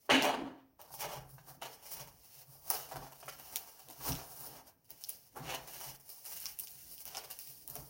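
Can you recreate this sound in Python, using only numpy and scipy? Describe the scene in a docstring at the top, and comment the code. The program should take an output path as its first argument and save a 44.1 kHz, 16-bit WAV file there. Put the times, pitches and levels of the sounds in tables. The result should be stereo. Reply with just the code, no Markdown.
"""Hands rip, scrape and pick at a tall cardboard box: random stick-slip breaks, swelled per stroke,
fizz and hiss at the surface and ring the board and panels. Over it tape snaps as tick bursts, knocks
and pushes ring panel modes, and the shifting box rumbles. A hard, low-ceilinged room answers with
echoes and a tail over faint still-air noise; a phone with two microphone ports hears it from 2 m."""
import sys
import numpy as np
from scipy import signal
from scipy.fft import rfft, irfft, next_fast_len
from scipy.io import wavfile

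SR = 44100
rng = np.random.default_rng(int(sys.argv[2]) if len(sys.argv) > 2 else 0)


def bounce(signal):
    """Save signal as a 16-bit WAV file at the path given by the first command-line argument."""
    frames = np.transpose(np.atleast_2d(signal))
    limited = np.clip(frames, -1, 1)
    pcm = np.round(limited * 32767).astype(np.int16)
    wavfile.write(sys.argv[1], SR, pcm)


N = 347949

# All table levels are relative: gains in the functions and the port colour come on top.
# still-room noise spectrum: [f/Hz, level/dB]
AIR_SPECTRUM = [(15, -28), (25, -29.5), (102, -3.5), (249, -12), (317, -19), (373, -14), (988, -32),
                (8360, -35), (16000, -20.5)]
AIR_RMS_DB = -74  # before the port colour
# early echoes off ceiling and walls: [t/s after the direct sound, level/dB]
ECHOES = [(.0055, -7.5), (.0062, -7), (.0075, -7), (.0105, -5), (0.0119, -11.5), (0.021, -27)]
# reverberation time: [f/Hz, t60/s]
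ROOM_T60 = [(100, 0.41), (260, 0.45), (700, 0.49), (1840, 0.51), (4850, 0.053), (12800, 0.28)]
# likeness of room tail and air at the two ports: [f/Hz, likeness/0-1]
LIKENESS = [(60, .9), (290, 1), (640, 0.88), (1400, 0), (16000, 0)]
# colour of the microphone ports: [f/Hz, left level/dB, right level/dB]
PORTS = [(60, 3.5, 1), (396, 0, -0.5), (756, 6, 9), (1250, 3, -1), (2470, 5, 8), (3810, 1.5, 1.5),
         (5640, 5, 12.5), (7000, 0, -2), (7840, 4, -28.5), (7700, -3, -8.5), (9270, -2, 8),
         (11100, -1, -5.5), (16000, 8, 0.5), (16200, 3.5, -71.5), (15980, -43.5, -48.5)]
LEFT_LAG_S, EDGE_HZ = .0001, 16900

# resonances, all [f/Hz, width/Hz, level/dB]: bass rumble of the box
RUMBLE_MODES = [(56, 42, -10.5), (72, 66, 5)]
# air in the box [f/Hz, width/Hz, level/dB]
HOLLOW_MODES = [(268, 12, 0), (314, 16, -4)]
# flaps [f/Hz, width/Hz, level/dB]
FLAP_MODES = [(275, 41, 0.0049), (343, 270, 0.021)]
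# large panel [f/Hz, width/Hz, level/dB]
BOOM_MODES = [(134.8, 4.1, -6.5), (160.4, 16, 3.5)]
# panels [f/Hz, width/Hz, level/dB]; knocks() widens them
PANEL_MODES = [(458, 9.4, 2), (514, 9.8, -5.5), (622, 54, -3.5), (814, 350, -6), (842, 250, 3),
               (989, 190, 6), (1178, 190, 8), (1331, 160, 4.5), (1563, 310, 1.5)]
# board under the fingers [f/Hz, width/Hz, level/dB]
BOARD_MODES = [(1495, 950, 12.5), (2060, 1700, 7), (2386, 1300, 2), (2900, 330, 8.5), (3700, 230, -22.5)]

# box shifting as a whole:
# [peak t/s, 20 dB rise/ms, 20 dB fall/ms, hollow level/dB, rumble level/dB]
HEAVES = [(0.121, 14, 243, -31, -58.0), (0.426, 163, 140, -38, -62), (1.17, 408, 302, -64.5, -60),
          (1.497, 109, 464, -66.5, -72), (1.996, 167, 336, -69.5, -63), (2.762, 475, 266, -71.5, -69.5),
          (2.985, 87, 127, -53, -56), (3.271, 149, 600, -68, -69.5), (3.52, 25, 206, -71, -70),
          (3.894, 34, 79, -58.5, -73.0), (4.092, 81, 138, -44.5, -45.5), (4.48, 183, 253, -59, -67),
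          (4.917, 44, 80, -66.5, -77), (5.145, 121, 133, -75, -76), (5.389, 64.5, 445, -53.5, -57.5),
          (5.891, 48, 86, -62.5, -59), (6.37, 211, 600, -83, -69.5), (6.899, 600, 225, -71.5, -72),
          (7.068, 53, 421, -69, -68.5), (7.809, 304, 121, -58, -61.5)]
# pushes that make the large panel boom: [t/s, level/dB]
PUSHES = [(0.107, -43.5), (0.2, -47), (0.271, -51.5), (0.457, -60), (0.91, -62), (0.966, -57),
          (1.036, -53.5), (1.163, -47), (1.328, -50.5), (1.392, -53.5), (1.497, -57.5), (1.637, -59),
          (1.998, -53), (2.071, -71), (2.362, -62), (2.476, -56), (2.788, -60), (2.945, -47),
          (2.987, -48.5), (3.25, -57.5), (3.384, -70), (3.845, -63.5), (3.985, -54), (4.086, -38),
          (4.157, -46), (4.324, -61), (4.389, -57.5), (4.495, -58), (4.908, -68), (5.394, -46.5),
          (5.465, -46.5), (5.569, -62), (5.749, -63), (5.866, -51.5), (6.751, -64.5), (7.247, -63),
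          (7.481, -62), (7.699, -55.5), (7.771, -50)]
# panel buckling or bumped: [t/s, level/dB, favoured pitch f/Hz]
KNOCKS = [(0.093, -19.5, 668), (0.793, -48.5, 780), (0.905, -49.5, 810), (0.939, -42.5, 778),
          (1.381, -47, 1680), (1.622, -37, 843), (2.704, -31, 780), (2.922, -43, 834), (3.019, -44.5, 845),
          (3.227, -43.5, 890), (3.28, -33.5, 1520), (3.398, -47.5, 856), (3.558, -45, 840),
          (3.879, -49, 430), (4.007, -44, 794), (4.902, -57, 580), (5.366, -37.5, 380), (5.811, -44, 1030),
          (6.454, -52.5, 2030), (7.054, -56, 1850), (7.147, -45, 856), (7.172, -41, 821), (7.68, -54, 820),
          (7.753, -46, 355)]
# tape and fibres letting go: [t/s, bright tick level/dB, dull tick level/dB re bright]
SNAPS = [(0.224, -22, -7), (0.8157, -31, -21), (0.9408, -29, -21), (1.6177, -36.5, -12),
         (2.6804, -28.5, -35), (2.6925, -34.5, -24), (2.7028, -4, -26), (3.2874, -32, -35),
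         (3.3985, -28, -20), (3.5592, -8.5, -20.5), (3.8866, -32.5, -14.5), (4.1214, -38, 5),
         (4.153, -40, 4), (4.906, -25.5, -22.5), (5.0388, -23.5, -12.5), (5.0894, -21, -40),
         (5.0933, -14.5, -25.5), (5.3741, -31, -33), (5.549, -28, -6), (5.805, -35.5, -15),
         (6.4022, -22.5, -34), (6.4568, -24, -6.5), (6.5893, -18, -27), (6.597, -18, -27),
         (6.6, -16.5, -29), (6.6726, -34, -8.5), (6.98, -32, -12), (7.0545, -23.5, -25),
         (7.0778, -22.5, -25), (7.1491, -40.5, 6), (7.1707, -27.5, -1), (7.3034, -30.5, -29),
         (7.3112, -25, -30), (7.3898, -22, -18.5), (7.4735, -31.5, -17), (7.6776, -20.5, -25.5),
         (7.7006, -21, -27.5), (7.755, -18.5, -23.5)]
TATTER, TATTER_S = 0.28, 0.00059  # relative size and decay time of the small breaks after a snap
# hand strokes: [peak t/s, 20 dB rise/ms, 20 dB fall/ms, fizz level/dB, scrape level/dB, panel level/dB]
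STROKES = [(0.07, 600, 20, -68, -80, -94), (0.1, 4.5, 166, -50, -23.5, -24),
           (0.227, 8.5, 74.5, -42.5, -36, -48), (0.25, 88, 163.5, -72, -37.5, -30),
           (0.473, 206, 85.5, -82, -68, -50), (0.797, 11.5, 115, -60.5, -65, -55.5),
           (0.948, 60, 52, -51, -67.5, -65), (1.008, 34, 52, -43, -50.5, -62),
           (1.036, 56, 95, -56, -46.5, -41.5), (1.126, 79.5, 90, -51, -50, -42.5),
           (1.339, 185, 129, -61, -85, -71), (1.382, 14, 75, -84, -70, -64),
           (1.489, 48.5, 68, -51, -67.5, -53), (1.622, 12, 111, -55, -50, -46),
           (1.734, 80, 33, -54.5, -60, -59), (1.93, 93.5, 58, -46, -61, -69),
           (2.008, 259, 95, -53.5, -56.5, -53), (2.387, 466.5, 79, -57.5, -68.5, -66),
           (2.522, 110, 236, -58, -76.5, -66), (2.698, 87.5, 25, -46.5, -61, -53.5),
           (2.708, 9, 206, -41, -50, -43.5), (2.917, 18, 208, -59, -63, -48.5),
           (3.033, 65, 99, -56.5, -62.5, -51), (3.202, 165, 42, -62.5, -72, -85),
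           (3.229, 3, 30, -70, -57.5, -57), (3.285, 12.5, 57, -55, -53, -58),
           (3.55, 604, 600, -54.5, -64.5, -58), (3.562, 1, 50, -43, -53.5, -57),
           (4.064, 97, 191, -40.5, -51, -43.5), (4.195, 160, 64, -56, -55, -46.5),
           (4.442, 575, 155, -49.5, -72, -58.5), (4.58, 313, 60.5, -59.5, -62, -54),
           (4.681, 56.5, 42.5, -59, -69.5, -62), (4.908, 24, 98.5, -58.5, -65, -65),
           (5.095, 174, 195, -52.0, -64.5, -64), (5.364, 13, 347, -58, -70, -50),
           (5.502, 74, 112, -50, -43.5, -40.5), (5.552, 12, 28, -58, -54, -52),
           (5.812, 8, 42, -55, -69, -64), (5.896, 385, 62, -48.0, -55.5, -53.5),
           (6.114, 159, 430, -54.0, -71, -67.5), (6.312, 108, 320, -49, -61, -62),
           (6.46, 6, 32, -51.5, -53, -73), (6.496, 226, 52, -48.5, -58.5, -62.5),
           (6.604, 31, 202.5, -51.5, -72, -68), (6.676, 5, 53, -55.5, -70, -86),
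           (6.76, 38, 499, -60, -72, -78), (6.9, 418, 583, -54.5, -72.5, -72),
           (7.07, 19, 55, -47.5, -54.5, -52.5), (7.152, 7, 40, -54, -59, -56),
           (7.172, 108, 177, -55.5, -54.5, -52), (7.306, 10.5, 72, -53.5, -62, -64),
           (7.393, 7.5, 69.5, -49.5, -64, -72), (7.48, 298, 334.5, -51.5, -67.5, -68),
           (7.69, 24, 607, -52.0, -72, -60), (7.756, 5, 52, -55.5, -55.5, -47)]
HISS_SHARE = 0.41  # hiss lies between fizz and scrape: weight of scrape in dB


def amp(db):
    """Decibels to gain."""
    return 10 ** (np.asarray(db) / 20)


def evened(x):
    """Scaled to rms 1."""
    return x / np.sqrt(np.mean(x ** 2) + 1e-20)


def read(f, value, hz):
    """Table over frequency, joined on a log axis."""
    return np.interp(np.log(hz + 1), np.log(np.asarray(f) + 1), value)


def high(x, cut_hz):
    """High-pass."""
    return signal.sosfilt(signal.butter(3, cut_hz, "high", fs=SR, output="sos"), x)


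def band(x, low_hz, top_hz):
    """Band-pass."""
    return signal.sosfilt(signal.butter(3, [low_hz, top_hz], "band", fs=SR, output="sos"), x)


def ring(modes):
    """Impulse response of decaying modes, energy 1; little radiates far below the first."""
    t = np.arange(8192) / SR
    h = np.zeros(len(t))
    for hz, width_hz, db in modes:
        decay = np.exp(-np.pi * width_hz * t)
        h += amp(db) * np.sqrt(width_hz) * decay * np.sin(2 * np.pi * hz * t)
    h = high(h, .72 * modes[0][0])
    return h / np.linalg.norm(h)


def rung(x, modes):
    """A two-port force passed through resonant modes."""
    return signal.oaconvolve(x, ring(modes)[None])[:, :N]


def swells(rows, hop=64):
    """Rows rise and fall at steady dB rates; powers add. One gain curve per level column."""
    peak_s, rise_ms, fall_ms, *levels_db = np.transpose(rows)[:, :, None]
    after_ms = 1000 * (np.arange(0, N + hop, hop) / SR - peak_s)
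    rising = -after_ms / np.maximum(abs(rise_ms), 1)
    falling = after_ms / np.maximum(fall_ms, 1)
    shape_db = -20 * np.where(after_ms < 0, rising, falling)
    curves = []
    for db in levels_db:
        gain = np.sqrt((amp(shape_db + db) ** 2).sum(0))
        curves.append(np.interp(np.arange(N) / hop, np.arange(len(gain)), gain))
    return curves


def alike(a, b, hz):
    """Left and right spectra that agree in the bass and part in the treble."""
    same = np.clip(read(*np.transpose(LIKENESS), hz), 0, 1)
    return np.array([a, same * a + np.sqrt(1 - same ** 2) * b])


def air():
    """Faint noise of the still room and the microphones: shaped Gaussian noise."""
    hz = np.fft.rfftfreq(N, 1 / SR)
    left, right = rfft(rng.standard_normal((2, N)))
    spectra = alike(left, right, hz) * amp(read(*np.transpose(AIR_SPECTRUM), hz))
    return amp(AIR_RMS_DB) * evened(irfft(spectra, N))


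def response(tail_db=-8.0, wander_s=.0004):
    """From one spot on the box: early echoes, then a tail of sparse taps, each band fading at its t60."""
    taps = np.zeros((2, SR))
    at = np.arange(300, SR - 20, 20) + rng.integers(0, 20, (2, (SR - 301) // 20))
    np.put_along_axis(taps, at, rng.choice([-1., 1.], at.shape), 1)
    hz, t, (a, b) = signal.stft(taps, SR, nperseg=512)
    fade_db = -60 * t[:, None] / read(*np.transpose(ROOM_T60), hz)
    spectra = alike(a.T, b.T, hz) * amp(fade_db)
    out = signal.istft(spectra, SR, nperseg=512, time_axis=1, freq_axis=2)[1]
    out *= amp(tail_db) / np.linalg.norm(out[0])
    # shift moves an echo at both ports, skew parts them
    for (s, db), (shift, skew) in zip(ECHOES, rng.uniform(-1, 1, (len(ECHOES), 2))):
        at_s = s + wander_s * (shift + np.array([skew, -skew]) / 2)
        out[[0, 1], np.round(at_s * SR).astype(int)] += amp(db)
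    return high(out, 200)


def room(x, count=4, hop=1024):
    """The hands wander between spots on the box, each with its own path into the room."""
    spot = np.cumsum(rng.standard_normal(N // hop + 2)) * 0.605
    spot = np.interp(np.arange(N) / hop, np.arange(len(spot)), spot)
    out = np.zeros((2, N))
    for k in range(count):
        away = (spot - k + count / 2) % count - count / 2  # spots lie on a circle
        share = np.cos(np.pi / 2 * np.clip(away, -1, 1))
        out += signal.fftconvolve((x * share)[None], response(), axes=1)[:, :N]
    return out


def shifting():
    """Uneven drag shakes the air in the box, flaps and largest panels; nearly alike at both ports."""
    hollow, rumble = swells(HEAVES)
    drag = rng.standard_normal(N) + 0.13 * rng.standard_normal((2, N))
    out = amp(-6.0) * rung(hollow * drag, HOLLOW_MODES)
    out += amp(-8.0) * rung(hollow * drag, FLAP_MODES)
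    out += amp(-2.0) * rung(rumble * drag, BOOM_MODES)
    return out + amp(-1.0) * rung(rumble * drag, RUMBLE_MODES)


def booms():
    """Each push swells and fades at the pitch of the large panel, which then rings out."""
    swell_s, lead_s = .07, .02  # push length; start ahead of the table time
    t = np.arange(round(swell_s * SR)) / SR
    push = np.sin(np.pi * t / swell_s) ** 2 * np.sin(2 * np.pi * BOOM_MODES[0][0] * t)
    force = np.zeros(N + SR)
    for s, db in PUSHES:
        force[round((s - lead_s) * SR):][:len(t)] += amp(db) * push
    return amp(-22.5) * signal.oaconvolve(force, ring(BOOM_MODES))[:N]


def knocks():
    """A short ragged blow rings the panel modes, favouring those near its own pitch."""
    out = np.zeros(N + 9000)
    fade = np.exp(-np.arange(800) / SR / 0.0051)
    for (s, db, pitch_hz), blow in zip(KNOCKS, rng.standard_normal((len(KNOCKS), 800))):
        modes = [(hz, width_hz + 20, level_db - 26.0 * np.log2(hz / pitch_hz) ** 2)
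                 for hz, width_hz, level_db in PANEL_MODES]
        sound = np.convolve(blow * fade, ring(modes)[:4000])
        out[round(s * SR):][:len(sound)] += amp(db + 13.0) * sound / np.linalg.norm(sound)
    return out[:N]


def snaps():
    """One sharp break, then a tatter of smaller ones that dies away."""
    bright, dull = np.zeros((2, N + 800))
    t = np.arange(800) / SR
    for (s, db, dull_db), tatter in zip(SNAPS, rng.standard_normal((len(SNAPS), 800))):
        burst = amp(db) * ((t == 0) + TATTER * tatter * np.exp(-t / TATTER_S))
        bright[round(s * SR):][:800] += burst
        dull[round(s * SR):][:800] += amp(dull_db) * burst
    return (amp(9.0) * high(bright, 12000) + amp(20.0) * band(dull, 2910, 7000))[:N]


def grains(per_s, spread_db, smooth):
    """Stick-slip: tiny uneven breaks over rubbing noise along the seam, which each port hears apart."""
    starts = rng.exponential(1, N) * (rng.random(N) < 60 / SR)  # 60 runs per s
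    runs = signal.lfilter([1], [1, -np.exp(-1 / (.012 * SR))], starts)  # start at once, die away
    clumps = 1 + 1.2 * runs
    size = amp(spread_db * np.minimum(rng.exponential(1, N), 5)) * rng.choice([-1., 1.], N)
    breaks = evened(clumps * size * (rng.random(N) < per_s / SR))
    return evened(breaks + smooth * rng.standard_normal((2, N)))


def rubbing():
    """The same slips fizz and hiss at the surface and shake the board and the panels."""
    fizz, scrape, panel = swells(STROKES)
    hiss = fizz ** (1 - HISS_SHARE) * scrape ** HISS_SHARE
    slips = grains(per_s=5000, spread_db=5.0, smooth=0.69)
    out = amp(6.0) * high(fizz * slips, 10300)
    out += amp(6.0) * band(hiss * slips, 4370, 7100)
    out += amp(-2.0) * rung(scrape * slips, BOARD_MODES)
    return out + amp(-3.5) * rung(panel * slips, PANEL_MODES)


def scene():
    """Direct sound, room and still air; the thin ticks beam forward and reach the walls weaker."""
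    box, ticks = rubbing() + knocks(), snaps()
    walls = room(box[0] + amp(-7.0) * ticks)
    return box + shifting() + booms() + ticks + walls + air()


def record(dry):
    """Each port has its own colour, the left hears a little later; then the band limit."""
    size = next_fast_len(N + 2048)
    hz = np.fft.rfftfreq(size, 1 / SR)
    f, left_db, right_db = np.transpose(PORTS)
    colour = amp([read(f, left_db, hz), read(f, right_db, hz)])
    lag = np.exp(-2j * np.pi * hz * [[LEFT_LAG_S], [0]])
    heard = irfft(rfft(dry, size) * colour * lag, size)[:, :N]
    low_pass = signal.firwin(511, EDGE_HZ, window=("kaiser", 9), fs=SR)
    return signal.oaconvolve(heard, low_pass[None], "same")


dry = scene()
out = record(dry)
bounce(out)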